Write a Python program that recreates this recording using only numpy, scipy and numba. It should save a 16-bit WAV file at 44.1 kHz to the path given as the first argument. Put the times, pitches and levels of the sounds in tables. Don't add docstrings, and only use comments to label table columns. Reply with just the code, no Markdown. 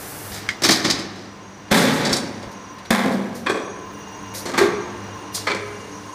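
import sys
import numpy as np
from scipy import signal
from scipy.fft import rfft, irfft, next_fast_len
from scipy.io import wavfile
from scipy.ndimage import uniform_filter1d
from numba import njit

SR = 44100
rng = np.random.default_rng(int(sys.argv[2]) if len(sys.argv) > 2 else 0)


def file_out(sig):
    cols = np.atleast_2d(sig).T
    lim = np.clip(cols, -1, 1)
    pcm = np.round(lim * 32767).astype(np.int16)
    wavfile.write(sys.argv[1], SR, pcm)


def ratio(d):
    e = np.asarray(d, float) / 20
    return 10 ** e


N = 270774
TIME = np.arange(N) / SR

# pitch_hz [Hz], level_db [dB], fade_s [s to fall 60 dB]
FRAME_MODES = [(157.5, -4.5, 0.39), (227.5, 4.5, 0.21), (268, 5.5, 0.26), (397, -9, 0.22), (458, -7, 0.23),
               (546, 3, 0.25), (740, -4.5, 0.089), (857, -3, 0.074), (996, -8, 0.094), (1640, -24, 0.075),
               (1790, -22, 0.089), (2200, -28, .06)]


def noise():
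    return rng.standard_normal(N)


def unit(x):
    return x / np.sqrt(np.mean(x ** 2))


def band(x, lo_hz, hi_hz):
    sos = signal.butter(2, [lo_hz, hi_hz], "band", fs=SR, output="sos")
    return signal.sosfilt(sos, x) * np.sqrt(SR / 2 / (hi_hz - lo_hz))


def colour(x, points):
    hz, db = np.transpose(points)
    size = next_fast_len(N)
    bins_hz = np.arange(size // 2 + 1) * SR / size + 1
    gain = ratio(np.interp(np.log(bins_hz), np.log(hz), db))
    return irfft(rfft(x, size) * gain, size)[:N]


def ring(x, hz, t60):
    r = np.exp(-np.log(1000) / (t60 * SR))
    return signal.lfilter([1 - r, 0, r - 1], [1, -2 * r * np.cos(2 * np.pi * hz / SR), r * r], x)


def walk(rate):
    hold = int(SR / rate)
    steps = np.repeat(rng.standard_normal(N // hold + 1), hold)
    return 1.46 * uniform_filter1d(uniform_filter1d(steps, hold), hold)[:N]


def stroke(s, db, hold_s, release_db_s, attack_s, sag_db_s):
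    t = TIME - s
    rise_db = np.where(t < -attack_s, -200, 25 * np.minimum(t, 0) / attack_s)
    sag_db = sag_db_s * np.clip(t, 0, hold_s)
    release_db = release_db_s * np.maximum(t - hold_s, 0)
    return ratio(db + rise_db - sag_db - release_db)


def body(drive, modes, ring_db):
    tones = sum(ratio(db) * ring(drive, hz, t60) for hz, db, t60 in modes)
    return drive + ratio(ring_db) * tones


def blows(table, modes, ring_db, low_hz, crack_db, rise_s=0.00096, first=13.0):
    edges_hz = [(low_hz, 600), (600, 3000), (3000, 8000), (8000, 15000)]
    lasting, lag = [0.91, 0.94, 0.99, 1.0], [1.6, 1.7, 0.64, 0.31]
    power, contact = np.zeros((4, N)), np.zeros((4, N))
    for s, db, thud_db, hard_db, t60 in table:
        start = int(s * SR)
        t = TIME[:min(N - start, int(t60 * SR))]
        for k, rel_db in enumerate((thud_db, 0, hard_db, hard_db + crack_db)):
            rise = 1 - np.exp(-t / (rise_s * lag[k]))
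            fade = ratio(-60 * t / max(t60 * lasting[k], 1e-3))
            power[k, start:start + len(t)] += (ratio(db + rel_db - 10) * fade * rise) ** 2
            contact[k, start + int(rise_s * SR)] += first * ratio(db + rel_db - 15.0)
    rattle = ratio(2.2 * walk(450) + 0.8 * walk(90))
    drive = 1e-18
    for p, c, (lo_hz, hi_hz) in zip(power, contact, edges_hz):
        drive = drive + band(c + np.sqrt(p) * rattle * noise(), lo_hz, hi_hz)
    return body(drive, modes, ring_db)


def whistles(table):
    out = np.zeros(N)
    for hz, width_hz, db in table:
        t60 = 2.13 / width_hz
        tone = ring(ring(noise(), hz, t60), hz, t60)
        out += ratio(db + 2.15 * walk(12)) * unit(tone)
    return out


def motor_load():
    # start_s [s], length_s [s], level_db [dB]
    rests = [
        (-0.2, 1.43, -19),
        (-0.2, 2.66, -3.5),
        (1.803, 0.54, 1.5),
        (2.937, 0.48, -25),
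        (5.45, 0.4, -3),
    ]
    ramp_s = 0.25
    db = 0
    for s, length_s, rest_db in rests:
        inside_s = np.minimum(TIME - s, s + length_s - TIME)
        db = db + rest_db * np.clip(inside_s / ramp_s + 0.5, 0, 1)
    return ratio(db)


def winder_speed():
    idle_db, run_db, surge_db = -5, -0.2, 5
    start_s, settle_s = 3.78, 0.2
    since = (TIME - start_s) / settle_s
    running_db = run_db + surge_db * np.exp(-np.maximum(since - 1, 0))
    return ratio(idle_db + np.clip(since, 0, 1) * (running_db - idle_db))


def shop():
    # pitch_hz [Hz], level_db [dB per Hz]
    wash_colour = [(15, -63), (25, -20.5), (91, -5.5), (267, -6.5), (297, -5), (509, -8), (1020, -10),
                   (1750, -12.5), (2850, -20.5), (5140, -24.5), (5880, -22.5), (7700, -32.5),
                   (15500, -50.5)]
    # time_s [s], gain_db [dB]
    gain_points = [(0, 3.5), (.6, 5), (1.3, -0.5), (2.4, 2), (2.9, -0.5), (3.6, 2.5), (4.3, 3.5),
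                   (4.7, 5.5), (5.1, 4), (6.14, 2.5)]
    # pitch_hz [Hz], width_hz [Hz], level_db [dB]
    drone = [
        (103, 9.5, -52.5),
        (196.9, 14.6, -47.5),
    ]
    # pitch_hz [Hz], width_hz [Hz], level_db [dB]
    inverter = [
        (5840, 51, -55.5),
    ]
    # pitch_hz [Hz], width_hz [Hz], level_db [dB]
    housing = [
        (904.5, 41, -53),
        (1029, 86, -45),
    ]
    # pitch_hz [Hz], width_hz [Hz], level_db [dB]
    motor_tones = [
        (6474, 56, -56.5),
        (9240, 90, -67),
    ]
    # pitch_hz [Hz], width_hz [Hz], level_db [dB]
    winder_tones = [
        (295.4, 11.4, -48.5),
        (447, 10.6, -52.5),
        (2817, 52, -56.5),
        (12700, 140, -84),
        (15000, 130, -72),
    ]
    gain = ratio(np.interp(TIME, *np.transpose(gain_points)))
    wash = ratio(-40.5 + 0.6 * walk(3)) * unit(colour(noise(), wash_colour))
    hum = ratio(-49.5 + 2.6 * walk(4.9)) * np.sin(2 * np.pi * 101.8 * TIME)
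    load = motor_load()
    motor = load ** 1.9 * whistles(housing) + load * whistles(motor_tones) + load ** 0.2 * whistles(inverter)
    winder = winder_speed() * whistles(winder_tones)
    return gain * (wash + hum + motor + winder + whistles(drone))


@njit
def hall(x, lags, gain, damp):
    line, soft, out = np.zeros((16, 8192)), np.zeros(16), np.zeros(len(x))
    for i in range(len(x)):
        total = 0.
        for k in range(16):
            soft[k] += (1 - damp) * (gain[k] * line[k, (i - lags[k]) & 8191] - soft[k])
            total += soft[k]
            out[i] += soft[k] * (1 - 2 * (k % 2))
        for k in range(16):
            line[k, i & 8191] = x[i] + soft[k] - total / 8
    return out


def hall_tail(x):
    t60_s, damp, level_db = 1.33, 0.42, -20.5
    lags = (500 * 1.165 ** np.arange(16)).astype(np.int64) | 1
    return ratio(level_db) * hall(x + 1e-18, lags, ratio(-60 * lags / SR / t60_s), damp)


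def jolts():
    # start_s [s], level_db [dB], pitch_hz [Hz], fade_s [s to fall 60 dB]
    swings = [
        (0.311, -28, 81, 0.14),
        (.63, -34, 90, 0.091),
        (0.929, -30, 60, .1),
        (1.715, -13, 85, 0.049),
        (1.88, -42, 55, 0.091),
        (2.11, -28, 65, .1),
        (2.46, -32, 50.3, 0.12),
        (2.908, -22, 75, 0.052),
        (2.905, -15, 198, 0.5),
        (2.906, -13.5, 227, 0.76),
    ]
    out = np.zeros(N)
    for s, db, hz, t60 in swings:
        t = np.maximum(TIME - s, 0)
        out += ratio(db - 60 * t / t60) * np.sin(2 * np.pi * hz * t)
    return signal.sosfilt(signal.butter(2, 45, "high", fs=SR, output="sos"), out)


def air():
    # start_s [s, full flow], level_db
    # [dB], throat_db [dB], hold_s [s], release_db_s [dB/s]
    puffs = [(0.0, -31.5, -12, 0.33, 154), (0.342, -43.5, 8.5, 0.003, 198), (1.747, -27.5, 1.5, 0.036, 132),
             (1.936, -34.5, 1, 0.003, 155), (2.131, -27, 3, 0.002, 600), (2.165, -39.5, 14.5, 0.002, 402),
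             (3.353, -37.5, -0.5, 0.003, 188), (4.35, -30.5, -0.5, 0.041, 280),
             (5.333, -39, -10, 0.012, 904), (5.35, -28.5, 7.5, 0.0067, 315), (5.6, -60.5, 12, 0.6, 100)]
    attack_s, sag_db_s = 0.014, 2.5
    jet, throat = np.zeros(N), np.zeros(N)
    for s, db, throat_db, hold_s, release in puffs:
        jet += stroke(s, db, hold_s, release, attack_s, sag_db_s)
        throat += stroke(s, db + throat_db, hold_s, release * 0.96, attack_s, sag_db_s)
    hiss = jet * band(noise(), 9900, 17400) + throat * band(noise(), 4170, 9650)
    silencer = 1.3 * (TIME > 3) * ring(hiss, 7840, 0.0016)
    return ratio(0.32 * walk(40)) * (hiss - silencer)


def valve():
    # start_s [s], level_db [dB], thud_db [dB], hardness_db [dB], rattle_s [s]
    knocks = [
        (4.339, -24.5, -1.7, -14, 0.21),
    ]
    # pitch_hz [Hz], level_db [dB], fade_s [s]
    tones = [
        (543, 4, 0.099),
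        (2090, -2, 0.082),
    ]
    return blows(knocks, tones, 8.3, 440, crack_db=14, first=9.5)


def clamp():
    # start_s [s], level_db [dB], thud_db [dB], hardness_db [dB], rattle_s [s]
    knocks = [
        (3.461, -10.5, -5, -17, 0.14),
        (3.492, -16.5, 5.5, -4, 0.17),
        (3.539, -28.5, 12.5, -3.5, 0.35),
        (3.599, -49, 2, -15, 0.36),
    ]
    # pitch_hz [Hz], level_db [dB], fade_s [s]
    tones = [(335, -9, 0.17), (421, -2.5, 0.099), (553, -15, 0.13), (1130, 8, 0.016), (1590, 5, 0.011),
             (2430, 5, 0.019), (3280, 4, 0.024), (4400, -4, 0.015), (7900, 1, .012)]
    return blows(knocks, tones, 5.0, 290, crack_db=-10, rise_s=0.0034, first=4.0)


def latch():
    # start_s [s], level_db [dB], thud_db [dB], hardness_db [dB], rattle_s [s]
    knocks = [
        (5.468, -8, -15.5, -14, 0.25),
        (5.499, -12.5, -5, -14, 0.2),
        (5.545, -22.5, 2, -1.5, 0.18),
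    ]
    # pitch_hz [Hz], level_db [dB], fade_s [s]
    tones = [(353, 2, 0.18), (415, 4.5, 0.27), (537, 0.5, 0.2), (1030, 1, 0.036), (1265, 1, 0.051),
             (1640, -4, 0.016), (2050, -7, 0.032), (2295, 5, 0.047), (4360, -5.5, 0.0083)]
    return blows(knocks, tones, 5.9, 306, crack_db=-16, rise_s=0.00216, first=2.4)


def chuck():
    # start_s [s], level_db [dB], thud_db [dB], hardness_db [dB], rattle_s [s]
    seating = [
        (4.455, -20.5, 2, 0.5, 0.21),
        (4.488, -24, 2, -3, 0.37),
        (4.537, -16, -4.5, -14, 0.56),
    ]
    # start_s [s], level_db [dB], thud_db [dB], hardness_db [dB], rattle_s [s]
    knocks = [
        (4.576, -4, -6, -6, 0.25),
        (4.61, -10, 5, -24, 0.2),
    ]
    # pitch_hz [Hz], level_db [dB], fade_s [s]
    tones = [(246, -20, 0.073), (355.6, 3.5, 0.21), (412, -7, 0.25), (910, -8, 0.033), (1138, -0.5, 0.015),
             (1588, 2.5, 0.05), (1970, -16, 0.14), (2360, -2, 0.081), (4320, -2, 0.025)]
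    return (blows(seating, tones, 2.7, 162, crack_db=-8)
            + blows(knocks, tones, 4.3, 188, crack_db=-4.5, rise_s=0.003))


def chuck_buzz():
    # start_s [s], level_db [dB], pitch_hz [Hz], hold_s [s], release_db_s [dB/s]
    buzzes = [
        (4.613, -12, 422, 0.034, 233),
        (4.735, -21, 419, 0.072, 700),
    ]
    attack_s, sag_db_s, sag_hz_s = 0.018, 75, 150
    wobble, flutter = 1 + 0.02 * walk(60), ratio(2 * walk(50))
    out = np.zeros(N)
    for s, db, hz, hold_s, release in buzzes:
        pitch_hz = (hz - sag_hz_s * np.clip(TIME - s, 0, hold_s)) * wobble
        tone = np.sin(2 * np.pi * np.cumsum(pitch_hz) / SR)
        out += stroke(s, db, hold_s, release, attack_s, sag_db_s) * tone
    return 1.25 * flutter * out


def links():
    # start_s [s], level_db [dB], thud_db [dB], hardness_db [dB], rattle_s [s]
    clicks = [
        (1.682, -33, -20, -17, 0.14),
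        (2.05, -22, -14, 10.5, 0.13),
        (2.093, -16.5, -3, -1.5, 0.21),
        (2.129, -8, -16, 4, 0.075),
        (2.166, -24, -23, 9.5, 0.1),
        (2.427, -27, 4.5, -4, 0.093),
    ]
    # start_s [s], level_db [dB], thud_db [dB], hardness_db [dB], rattle_s [s]
    pins = [
        (2.514, -33.5, -8, -2, 0.085),
        (2.781, -29.5, -23, -11, 0.16),
        (2.849, -25, -21, -14, 0.13),
        (3.118, -28.5, -16, 1, 0.15),
        (5.348, -23, -5.5, 1.5, 0.35),
    ]
    # pitch_hz [Hz], level_db [dB], fade_s [s]
    tones = [
        (3950, -2, 0.027),
        (4640, 3, 0.018),
        (5340, 0, 0.021),
        (8200, -15, .02),
    ]
    return (blows(clicks, tones, 5.6, 300, crack_db=-20, rise_s=0.00135)
            + blows(pins, tones, 3.2, 300, crack_db=-1.0, rise_s=0.0039))


def sweep():
    # start_s [s], rumble_db [dB], scrape_db [dB over rumble], hold_s [s], release_db_s [dB/s]
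    strokes = [
        (1.716, -12, 1, 0.0018, 302),
        (1.749, -19.5, 4.5, 0.4, 230),
        (2.236, -22.5, -24, 0.0031, 802),
    ]
    attack_s, sag_db_s = 0.012, 16
    judder = ratio(1.4 * walk(59.64))
    rumble, scrape = np.zeros(N), np.zeros(N)
    for s, db, scrape_db, hold_s, release in strokes:
        rumble += stroke(s, db, hold_s, release, attack_s, sag_db_s)
        scrape += stroke(s, db + scrape_db, hold_s, release, attack_s, sag_db_s)
    drive = band(judder * noise() * rumble, 135, 536) + band(judder * noise() * scrape, 560, 3650)
    return ratio(-7.0) * body(drive, FRAME_MODES, 3.2)


def arm():
    # start_s [s], level_db [dB], thud_db [dB], hardness_db [dB], rattle_s [s]
    slams = [
        (1.712, -8, -7.5, -7, 1),
    ]
    # start_s [s], level_db [dB], thud_db [dB], hardness_db [dB], rattle_s [s]
    stops = [
        (2.905, -6.5, -3.5, -6, 0.19),
        (2.935, -14, -24, -11, 0.57),
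        (2.979, -18, -7, -14, 0.6),
        (3.039, -24.5, 5.5, -9, 1.09),
    ]
    # pitch_hz [Hz], level_db [dB], fade_s [s]
    tones = [(198, 6, 0.61), (227, 9, 0.23), (257.5, -1, 0.33), (382, -10.5, 0.12), (511, -4.5, 0.072),
             (540, -5, 0.15), (675, -3, 0.1), (800, -4.5, 0.017), (1034, -4, 0.024), (1420, -22, .06),
             (1658, -4, 0.042), (2210, -13, .05)]
    return (blows(slams, FRAME_MODES, 6.9, 140, crack_db=1.5)
            + blows(stops, tones, 8.0, 146, crack_db=0.5, first=5.4))


def roll():
    # start_s [s], level_db [dB], thud_db [dB], hardness_db [dB], rattle_s [s]
    drops = [
        (0.317, -27.5, -9.5, -6, 0.79),
        (0.619, -16.5, 0.5, -2, 0.66),
        (0.635, -7, -13, 0.5, 0.19),
        (0.645, -8, -8, 1.5, 0.12),
        (0.688, -1.5, -8, -4.5, 0.11),
        (0.705, -8.5, -6, 4, 0.21),
        (0.721, -27, -13, -2, 0.34),
    ]
    # start_s [s], level_db [dB], thud_db [dB], hardness_db [dB], rattle_s [s]
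    hops = [
        (0.838, -11, -4, -5.5, 0.45),
        (0.862, -27, -8, 1, 0.23),
        (0.899, -11.5, -14, 5, 0.13),
        (0.988, -25.5, 5.5, 4, 0.13),
        (1.152, -45.5, 9, 5.5, 0.78),
    ]
    # pitch_hz [Hz], level_db [dB], fade_s [s]
    tones = [(223, -3, 0.19), (269, -0.5, 0.35), (330, -1, 0.055), (386, -10, 0.27), (795, -24, 0.22),
             (1218, -6, 0.11), (1800, -5.5, 0.029), (2340, -11, 0.018), (3050, -8, 0.0047),
             (4000, -2.5, 0.0082), (4440, -0.5, 0.014), (4740, 1, .03), (5050, 1.5, 0.01), (5500, 0, 0.019),
             (6220, -1, 0.018)]
    return (blows(drops, tones, 4.8, 137, crack_db=-3.5, rise_s=0.0015, first=3.6)
            + blows(hops, tones, 6.0, 127, crack_db=-12, rise_s=0.0064, first=1.5))


def knife():
    # start_s [s], level_db [dB], thud_db [dB], hardness_db [dB], rattle_s [s]
    snaps = [
        (0.489, -7, -30, -7.5, 0.027),
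        (0.495, -29, -28, 1, 0.19),
    ]
    # pitch_hz [Hz], level_db [dB], fade_s [s]
    tones = [
        (2030, 15, 0.014),
        (1330, -21, 0.013),
        (2950, 2.5, 0.0035),
        (4820, 3, 0.0086),
        (7460, -22, .005),
    ]
    snap = blows(snaps, tones, 6.7, 450, crack_db=-9, rise_s=0.0008, first=9.4)
    return band(snap, 1200, 17400)


def microphone(x):
    # pitch_hz [Hz], gain_db [dB]
    response = [(30, -4), (150, 6.5), (1200, 0), (2200, 2), (2800, -7.5), (3500, 1.5), (5000, 0),
                (9000, -2), (12000, -6.5), (15000, -8.5)]
    return colour(x, response)


def scene():
    machine = roll() + arm() + sweep() + links() + clamp() + latch() + chuck() + valve() + air()
    snap = knife()
    tail = hall_tail(machine + ratio(-17) * snap)
    near = microphone(snap + machine + tail)
    return (near + jolts() + chuck_buzz() + shop())[None]


def roll_off(x):
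    return signal.sosfilt(signal.butter(12, 16520, fs=SR, output="sos"), x)


def record(dry):
    rounded = 0.75 * np.tanh(dry / 0.85)
    top_cut = signal.ellip(8, 0.2, 60, 15050, fs=SR, output="sos")
    mix = signal.sosfilt(top_cut, rounded)
    return roll_off(mix)


dry = scene()
out = record(dry)
file_out(out)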